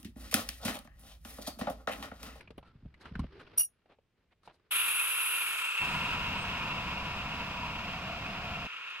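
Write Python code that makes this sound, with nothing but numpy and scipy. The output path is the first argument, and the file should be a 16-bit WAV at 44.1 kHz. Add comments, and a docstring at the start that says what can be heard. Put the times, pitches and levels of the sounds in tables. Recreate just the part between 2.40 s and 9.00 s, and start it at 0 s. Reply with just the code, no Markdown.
"""In a garage, someone bleeds a brake. Gloved hands rub and knock on the caliper, a steel wrench clinks
and a hose brushes past. An air-driven vacuum extractor starts abruptly: its jet hisses and almost
whistles through a muffler. As the air pressure falls, the shrill top dies away and the hiss sinks.
While the bleeder screw is open, air and fluid rush down the hose, rumbling, gulping and fizzing."""
import sys
import numpy as np
from scipy import signal
from scipy.fft import rfft, irfft, next_fast_len
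from scipy.io import wavfile

SR = 44100
rng = np.random.default_rng(int(sys.argv[2]) if len(sys.argv) > 2 else 0)


def file_out(sig):
    """Save sig as 16-bit WAV at sys.argv[1]."""
    # one column per channel
    cols = np.atleast_2d(sig).T
    # limit, then scale
    lim = np.clip(cols, -1, 1)
    pcm = np.round(lim * 32767).astype(np.int16)
    wavfile.write(sys.argv[1], SR, pcm)


N = 291060
T = np.arange(N) / SR
JET_ON_S, BLEEDER_OPEN_S, BLEEDER_SHUT_S = 2.311, 3.41, 6.27
LAG_MS, LAG_FROM_HZ = .12, 700   # the extractor is on the right: its treble reaches the left later


def from_db(db):
    """Turn decibels into a gain."""
    return 10 ** (np.asarray(db) / 20)

def rms_one(x):
    """Scale a sound to an average (rms) level of 1."""
    return x / np.sqrt(np.mean(x ** 2) + 1e-20)

def at_hz(points, hz):
    """Read between the rows of a table of pitches and values."""
    pitches, values = np.array(points).T
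    return np.interp(np.log(hz + 1), np.log(pitches), values)

def opens(at_s, rise_s):
    """A smooth step from 0 to 1."""
    return .5 + .5 * np.tanh((T - at_s) / rise_s)

def swell(at_s, length_s):
    """A bell-shaped rise and fall."""
    return np.exp(-.5 * ((T - at_s) / length_s) ** 2)

def flutter(rate_hz, depth_db):
    """A gain that wavers at random."""
    knots = rng.standard_normal(4000)
    return from_db(depth_db * np.interp(T * rate_hz, np.arange(len(knots)), knots))

def ring(drive, hz, ring_s, phase=0):
    """One ringing pitch that fades by 60 dB in ring_s."""
    pole = from_db(-60 / (ring_s * SR)) * np.exp(2j * np.pi * hz / SR)
    return (signal.lfilter([1], [1, -pole], drive + 1e-18) * np.exp(1j * phase)).imag

def breathy_tone(hz, width_hz):
    """Noise keeps one pitch ringing."""
    band = signal.butter(1, [hz - width_hz, hz + width_hz], "band", fs=SR, output="sos")
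    ring_s = np.log(1000) / (np.pi * width_hz)
    return rms_one(signal.sosfilt(band, ring(rng.standard_normal(N), hz, ring_s)))

def from_right(hz, lag_ms):
    """Left and right phase shifts that place a sound to the right."""
    return np.exp(-1j * np.pi * np.maximum(hz - LAG_FROM_HZ, 0) * lag_ms / 1000 * np.array([[1], [-1]]))

def add(out, start_s, sound):
    """Mix a sound in at start_s."""
    i = max(round(start_s * SR), 0)
    out[..., i:i + sound.shape[-1]] += sound[..., :N - i]

# How alike left and right sound: pitch_hz, likeness (0 to 1)
STEREO_LIKENESS = [(100, 1), (250, .998), (500, 0.87), (1000, 0.88), (2000, .74), (2700, 0.88),
                   (4000, 0.25), (8000, .15), (14000, .15)]
def noise(colour, peaks=(), lag_ms=0, band=(0, SR), size=N, diffuse=0):
    """Stereo noise shaped by colour (pitch_hz, level_db) and peaks, at level 1 within band."""
    n = next_fast_len(size)
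    hz = np.arange(n // 2 + 1) * SR / n
    peaks_db = sum(lift / (1 + (2 * (hz - pitch) / width) ** 2) for pitch, width, lift in peaks)
    gain = from_db(at_hz(colour, hz) + peaks_db)
    alike = np.clip(at_hz(STEREO_LIKENESS, hz), 0, 1) * (1 - diffuse)
    direct, left, right = rfft(rng.standard_normal((3, n)))
    shared = np.sqrt(alike) * direct * from_right(hz, lag_ms)
    both = gain * (shared + np.sqrt(1 - alike) * np.array([left, right]))
    in_band = irfft(both.mean(0) * (hz > band[0]) * (hz < band[1]), n)
    return irfft(both, n)[:, :size] / in_band.std()


# The garage's background noise: pitch_hz, level_db
GARAGE_COLOUR = [(15, -30.5), (25, -4), (118, -4.5), (250, -13.5), (383, -12.5), (879, -23), (1000, -23.5),
                 (2700, -23.5), (6370, -37.5), (15000, -46)]
def garage_air(level_db=-77.5):
    """Faint, low noise fills the room."""
    return from_db(level_db) * noise(GARAGE_COLOUR, diffuse=.09)

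# Spells of rubbing: start_s, end_s, level_db
GLOVE_RUBS = [(-.05, 0.025, -57), (.05, 0.613, -74.5), (.61, 0.884, -63), (0.898, 1.186, -63),
              (1.19, 1.55, -82.5), (1.77, 1.852, -80), (2.02, 2.35, -79.5)]
# The tone of the rubbing: pitch_hz, level_db
GLOVE_COLOUR = [(120, -40), (200, -8.5), (382, -5.5), (667, -14.5), (1460, -12), (1940, -15.5),
                (2840, -18.5), (5060, -25.5), (7830, -57), (8850, -46), (13000, -58)]
def rubbing(rise_s=.015, fall_s=.025):
    """Gloves and sleeves rub with a grainy rustle."""
    gain = sum(from_db(db) * opens(start, rise_s) * (1 - opens(end, fall_s))
               for start, end, db in GLOVE_RUBS)
    return gain * noise(GLOVE_COLOUR, diffuse=.15) * flutter(rate_hz=160, depth_db=3)

def leaning(level_db=-63.5, end_s=1.2, release_s=.07):
    """The suspension stirs under a leaning hand until it lets go."""
    stir = noise([(25, 0), (100, 6.5), (220, -3), (400, -18.5), (1000, -65)], diffuse=.015)
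    return from_db(level_db) * stir * (1 - opens(end_s, release_s))

# Hard knocks on the caliper, plus the bright ticks of the wrench striking steel at 1.18 and 1.21 s: start_s,
# level_db, pitch_hz, treble_db
KNOCKS = [(0.007, -37.5, 2210, -13), (0.074, -40.5, 2380, -35), (0.104, -32.5, 510, -22),
          (0.179, -30, 620, -31), (0.227, -41, 960, -34), (0.457, -45.5, 520, -36),
          (0.54, -46, 2050, -15), (0.654, -30, 1390, -25), (0.752, -29.5, 1570, -24),
          (0.792, -29.5, 1110, -11.5), (0.84, -33.5, 457, -30), (1.065, -46.5, 2780, -30),
          (1.128, -43, 560, -36), (1.177, -37.5, 1206, 4), (1.208, -41.5, 1200, -15),
          (1.457, -52, 692, -26), (1.585, -53, 603, -33), (2.031, -49.5, 1100, -14),
          (2.074, -35.5, 830, -29)]
# The dull and bright parts of a touch: pitch_hz, level_db
DULL_COLOUR = [(150, 0.5), (400, 2.5), (1500, -3), (2800, -4.5), (4000, -10), (6000, -27), (12000, -52)]
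BRIGHT_COLOUR = [(2000, -29), (4000, 7), (5500, -3.5), (7000, -9.5), (9700, -7), (12000, -15), (15000, -32)]
def taps(level_db=-7, tick_db=-3, lift_db=17, width_hz=520, rise_s=.0019, ring_s=.042):
    """Each knock gives a dull ring of the metal, a bright tick and a faint tail from the garage."""
    out, t = np.zeros((2, N)), T[:SR // 4]
    tail = from_db(-28 - 60 * t / .11)
    fade = (1 - np.exp(-(t / rise_s) ** 2)) * (from_db(-60 * t / ring_s) + tail)
    for start, db, hz, treble_db in KNOCKS:
        body = noise(DULL_COLOUR, [(hz, width_hz, lift_db), (2800, 300, 5)], size=len(t), diffuse=.12)
        tick = from_db(treble_db + tick_db) * noise(BRIGHT_COLOUR, size=len(t))
        add(out, start, from_db(db + level_db) * fade * (body + tick))
    return out

# The wrench touches steel: middle_s, level_db, length_s
WRENCH_SKIPS = [(0.009, -40.5, 0.0022), (0.179, -41, 0.0023), (1.18, 3, 0.0026), (1.196, 0.5, 0.005),
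                (1.207, -0.5, 0.0049), (1.219, -2, 0.0018), (1.234, -10, 0.005), (1.248, -13, 0.0027)]
# Its ringing pitches: pitch_hz, level_db, ring_s, left_phase_rad
WRENCH_RINGS = [(2850, -17, .06, 1.8), (4662, -30, .07, 1), (5733, -11, .07, 0), (6578, -29, .11, .2),
                (9590, -7, .05, 2.2), (9643, -1, .055, 2.2), (10880, -5, .04, 1.4), (10930, -19, .17, 1.4),
                (12260, -23, .06, .2), (13990, -4, .06, 2), (14700, -18, .03, 1.5)]
def wrench(ring_db=-48, scrape_db=-65, build_s=.0036, echo_db=-25):
    """The wrench skips over steel; each skip scrapes and sets it ringing brightly."""
    contact = sum(from_db(db) * swell(at, length) for at, db, length in WRENCH_SKIPS)
    drive = contact * rng.standard_normal(N)
    rings = 0
    for hz, db, ring_s, phase in WRENCH_RINGS:
        built_up = ring(drive, hz, build_s)
        rings = rings + from_db(db) * rms_one(ring(built_up, hz, ring_s, np.array([[phase], [0]])))
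    scrape = noise([(300, -10), (1200, -8), (3500, -14), (7500, -21.5), (10000, 8), (11800, -10.5),
                    (14500, 1), (15500, -25.5)])
    clink = from_db(ring_db) * rings + from_db(scrape_db) * rms_one(contact * scrape)
    return clink + from_db(echo_db) * garage_echo(clink)

def garage_echo(sound, ring_s=.13):
    """Many reflections die away, different on the left and right."""
    t = T[:SR // 3]
    echoes = rng.standard_normal((2, len(t))) * from_db(-60 * t / ring_s)
    return signal.fftconvolve(sound, echoes / np.linalg.norm(echoes[0]), axes=1)[:, :N]

# Hands bump the wheel hub: start_s, peak_db
HAND_BUMPS = [(0.103, -49), (0.177, -46.5), (0.347, -46.5), (0.424, -46), (0.452, -38.5), (0.656, -45.5),
              (0.713, -37), (0.756, -33.5), (0.791, -24.5), (0.817, -33), (0.841, -36), (2.071, -60)]
# The hub's low pitches: pitch_hz, level_db, ring_s
HUB_RINGS = [(41.4, -11, 0.15), (65.7, -10.5, 0.31), (107, -7, 0.076), (144.3, -8, 0.12),
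             (180, -1.5, 0.042), (251, -6, 0.048), (334, -12, 0.022)]
def bumps(vary_db=2):
    """Soft blows make the hub and strut thud, a little differently each time."""
    out, t = np.zeros(N), T[:SR // 3]
    blow = 1.0 * (t == 0)
    for start, peak_db in HAND_BUMPS:
        thud = sum((-1) ** k * from_db(db + vary_db * rng.normal()) * ring(blow, hz, ring_s)
                   for k, (hz, db, ring_s) in enumerate(HUB_RINGS))
        add(out, start, from_db(peak_db) * thud / np.abs(thud).max())
    return out

# Small squeaks: middle_s, length_s, pitch_hz, level_db
METAL_SQUEAKS = [(0.27, 0.026, 1337, -64), (.675, 0.0088, 1140, -72), (0.963, 0.045, 382, -58.5),
                 (4.02, 0.03, 8220, -58), (6.502, 0.0061, 9320, -71)]
def squeaks(width_hz=55):
    """Glove and wrench squeak briefly on metal."""
    return sum(from_db(db) * swell(at, length) * breathy_tone(hz, width_hz)
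               for at, length, hz, db in METAL_SQUEAKS)

# Light strokes: middle_s, length_s, level_db, pitch_hz, treble_db
STROKES = [(0.271, 0.019, -67, 4600, -17), (.619, 0.0091, -58.5, 1700, -8),
           (0.667, 0.022, -55.5, 1300, -22), (1.008, 0.011, -53, 1500, -19),
           (1.519, 0.019, -62.5, 750, -33), (1.924, 0.0087, -67.5, 2116, -21),
           (2.061, 0.015, -67.5, 1300, -5), (2.099, 0.016, -60, 900, -34), (2.148, 0.014, -72.5, 892, -5)]
def brushes(lift_db=7, width_hz=700):
    """Gloves and hose brush past in soft, grainy strokes."""
    out, t = np.zeros((2, N)), T[:SR // 4]
    for at, length, db, hz, treble_db in STROKES:
        body = noise(DULL_COLOUR, [(hz, width_hz, lift_db)], size=len(t))
        treble = from_db(treble_db) * noise(BRIGHT_COLOUR, size=len(t))
        bell = np.exp(-.5 * ((t - t.mean()) / length) ** 2)
        add(out, at - t.mean(), from_db(db) * bell * (body + treble))
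    return out * flutter(rate_hz=250, depth_db=2)

def pressure_db(drop_db=10, middle_s=4.07, span_s=1):
    """The air supply holds at first, sags, then settles."""
    return -drop_db * opens(middle_s, span_s)

def shrill_gain(level_db, sag_db_per_s, holds_s, fall_db_per_s, bend_s=.054):
    """A shrill band sags gently for a while, then collapses."""
    age = np.maximum(T - JET_ON_S, 0)
    overdue = bend_s * np.logaddexp(0, (age - holds_s) / bend_s)
    return from_db(level_db - sag_db_per_s * age - fall_db_per_s * overdue)

# The exhaust's hiss, hollow body and three shrill bands: pitch_hz, level_db
HISS_COLOUR = [(1200, -34), (2000, -10.5), (2500, 2), (3000, -2.5), (3600, -7.5), (4400, -15.5),
               (5300, -22), (6300, -21.5), (8500, -31.5), (10000, -64), (15500, -61)]
BODY_COLOUR = [(25, -37), (80, -33.5), (300, -19.5), (500, -14), (750, -14), (1000, -3.5), (1400, 0.5),
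               (1800, -2), (2200, -12.5), (3500, -32.5)]
SHRILL_LOW = [(4000, -25), (5400, -8.5), (6400, -11), (6900, -5.5), (7300, -19), (7900, 3), (8800, -3.5),
              (10000, -4.5), (12000, -56)]
SHRILL_MID = [(7500, -52), (8800, -18), (10000, -1), (11000, 1.5), (12200, -9.5), (13000, -7.5),
              (14500, -9.5), (15400, -26)]
SHRILL_HIGH = [(10500, -40), (13000, 0), (14500, -2), (15400, -15)]
# Pitches that the muffler and nozzle boost: pitch_hz, width_hz, lift_db
MUFFLER_PEAKS = [(1030, 210, 3.5), (1367, 140, 7), (1850, 76, 3), (2197, 99, 7), (2510, 205, 6),
                 (2706, 105, 7.5), (2863, 146, 6.5), (3224, 70, 7), (3740, 180, 4), (4960, 220, 8)]
NOZZLE_PEAKS = [(6870, 220, 11), (8050, 450, 4), (9370, 190, 6), (9960, 130, 7), (10490, 180, 8),
                (10840, 120, 9), (11330, 120, 6), (11620, 60, 6), (12800, 160, 6), (13190, 140, 5),
                (14350, 240, 4)]
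def extractor(hiss_db=-37, body_db=-43.5, spurt_db=-39, spurt_s=.23):
    """The air jet spurts, then hisses through the muffler; its shrill bands die away one by one."""
    hiss = noise(HISS_COLOUR, MUFFLER_PEAKS, LAG_MS, band=(2300, 3000))
    hiss *= from_db(hiss_db + pressure_db())
    body = noise(BODY_COLOUR, MUFFLER_PEAKS, LAG_MS, band=(1200, 1600))
    body *= from_db(body_db + .81 * pressure_db() + 2 * bleeder())   # louder while fluid is drawn
    mid = noise(SHRILL_MID, NOZZLE_PEAKS, band=(9500, 12000))
    mid *= shrill_gain(level_db=-35.5, sag_db_per_s=5.5, holds_s=.74, fall_db_per_s=51)
    low = noise(SHRILL_LOW, NOZZLE_PEAKS, band=(7700, 8400))
    low *= shrill_gain(level_db=-53.5, sag_db_per_s=2.5, holds_s=.99, fall_db_per_s=29)
    high = noise(SHRILL_HIGH, NOZZLE_PEAKS)
    high *= shrill_gain(level_db=-55.5, sag_db_per_s=2, holds_s=.9, fall_db_per_s=22)
    spurt = noise([(500, -43), (1800, -13), (2450, -1), (2950, -15), (3220, 1), (3800, -7.5),
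                   (4600, -22), (9000, -45)], lag_ms=LAG_MS)
    spurt *= from_db(spurt_db) * np.exp(-np.abs(T - JET_ON_S) / spurt_s)
    jet = hiss + body + low + mid + high + spurt
    return jet * flutter(rate_hz=90, depth_db=1.06) * opens(JET_ON_S, .0021)

def whistle(level_db=-45, pitch_hz=2700, glide_hz=330, glide_s=.1, lift_db=7):
    """The muffler almost whistles, sliding up as the jet builds, loudest as the pressure starts to sag."""
    flat_by_hz = glide_hz * np.exp(-np.abs(T - JET_ON_S) / glide_s)
    tone = signal.hilbert(breathy_tone(pitch_hz, width_hz=40))
    tone *= np.exp(-2j * np.pi * np.cumsum(flat_by_hz) / SR)
    stereo = (tone * from_right(pitch_hz, LAG_MS)).real
    gain = from_db(level_db + pressure_db() + lift_db * swell(at_s=3.6, length_s=.35))
    return gain * stereo * flutter(rate_hz=7, depth_db=3) * opens(JET_ON_S, .0031)

def bleeder():
    """How far the bleeder screw is open, 0 to 1."""
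    return opens(BLEEDER_OPEN_S, .011) * (1 - opens(BLEEDER_SHUT_S, .0043))

# The churning flow and the fizz of air through the fluid: pitch_hz, level_db
CHURN_COLOUR = [(20, -4.5), (60, 1.5), (120, -0.5), (200, 1.5), (270, -6.5), (360, -13.5), (520, -11),
                (830, -10), (1120, -5), (1600, -26.5), (2200, -10), (3200, -16.5), (5000, -22),
                (10000, -45), (15500, -38)]
FIZZ_COLOUR = [(3000, -25), (7000, 5), (11000, -3), (15500, -2)]
# The pitch that the hose fitting boosts: pitch_hz, width_hz, lift_db
FITTING_PEAK = [(5060, 210, 4.5)]
# Gulps in the hose: middle_s, length_s, pitch_hz, level_db
HOSE_GULPS = [(3.433, 0.0087, 928, -39), (3.588, 0.043, 973, -47.5), (4.292, .04, 973, -43.5),
              (5.242, 0.052, 978, -42), (5.69, .12, 706, -46), (6.147, .08, 700, -54.5)]
def suction(churn_db=-42, fizz_db=-64, flow_sag_db_per_s=1.03, fizz_sag_db_per_s=4):
    """Air and fluid churn, gulp and fizz down the hose, sounding two hollow tones as the flow weakens."""
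    open_s = T - BLEEDER_OPEN_S
    churn = from_db(churn_db) * noise(CHURN_COLOUR, FITTING_PEAK, LAG_MS, band=(30, 300))
    handover = opens(at_s=5.54, rise_s=.15)   # the upper tone gives way to the lower
    upper = from_db(-46 - 10 * handover) * breathy_tone(hz=973, width_hz=72)
    lower = from_db(-52.5 + 4.5 * handover) * breathy_tone(hz=700, width_hz=92)
    flow = from_db(-flow_sag_db_per_s * open_s) * (churn + upper + lower)
    fizz = from_db(fizz_db - fizz_sag_db_per_s * open_s) * noise(FIZZ_COLOUR)
    gulps = sum(from_db(db) * swell(at, length) * breathy_tone(hz, width_hz=65)
                for at, length, hz, db in HOSE_GULPS)
    return (flow + gulps + fizz) * flutter(rate_hz=77, depth_db=.5) * bleeder()

def scene():
    """Hands, extractor and hose over the faint air of the garage."""
    hands = taps() + brushes() + bumps() + wrench() + rubbing() + leaning() + squeaks()
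    return hands + extractor() + whistle() + suction() + garage_air()

def record(dry):
    """Cut the treble steeply above 15800 Hz."""
    return signal.sosfilt(signal.ellip(12, .1, 80, 15800, fs=SR, output="sos"), dry)


dry = scene()
out = record(dry)
file_out(out)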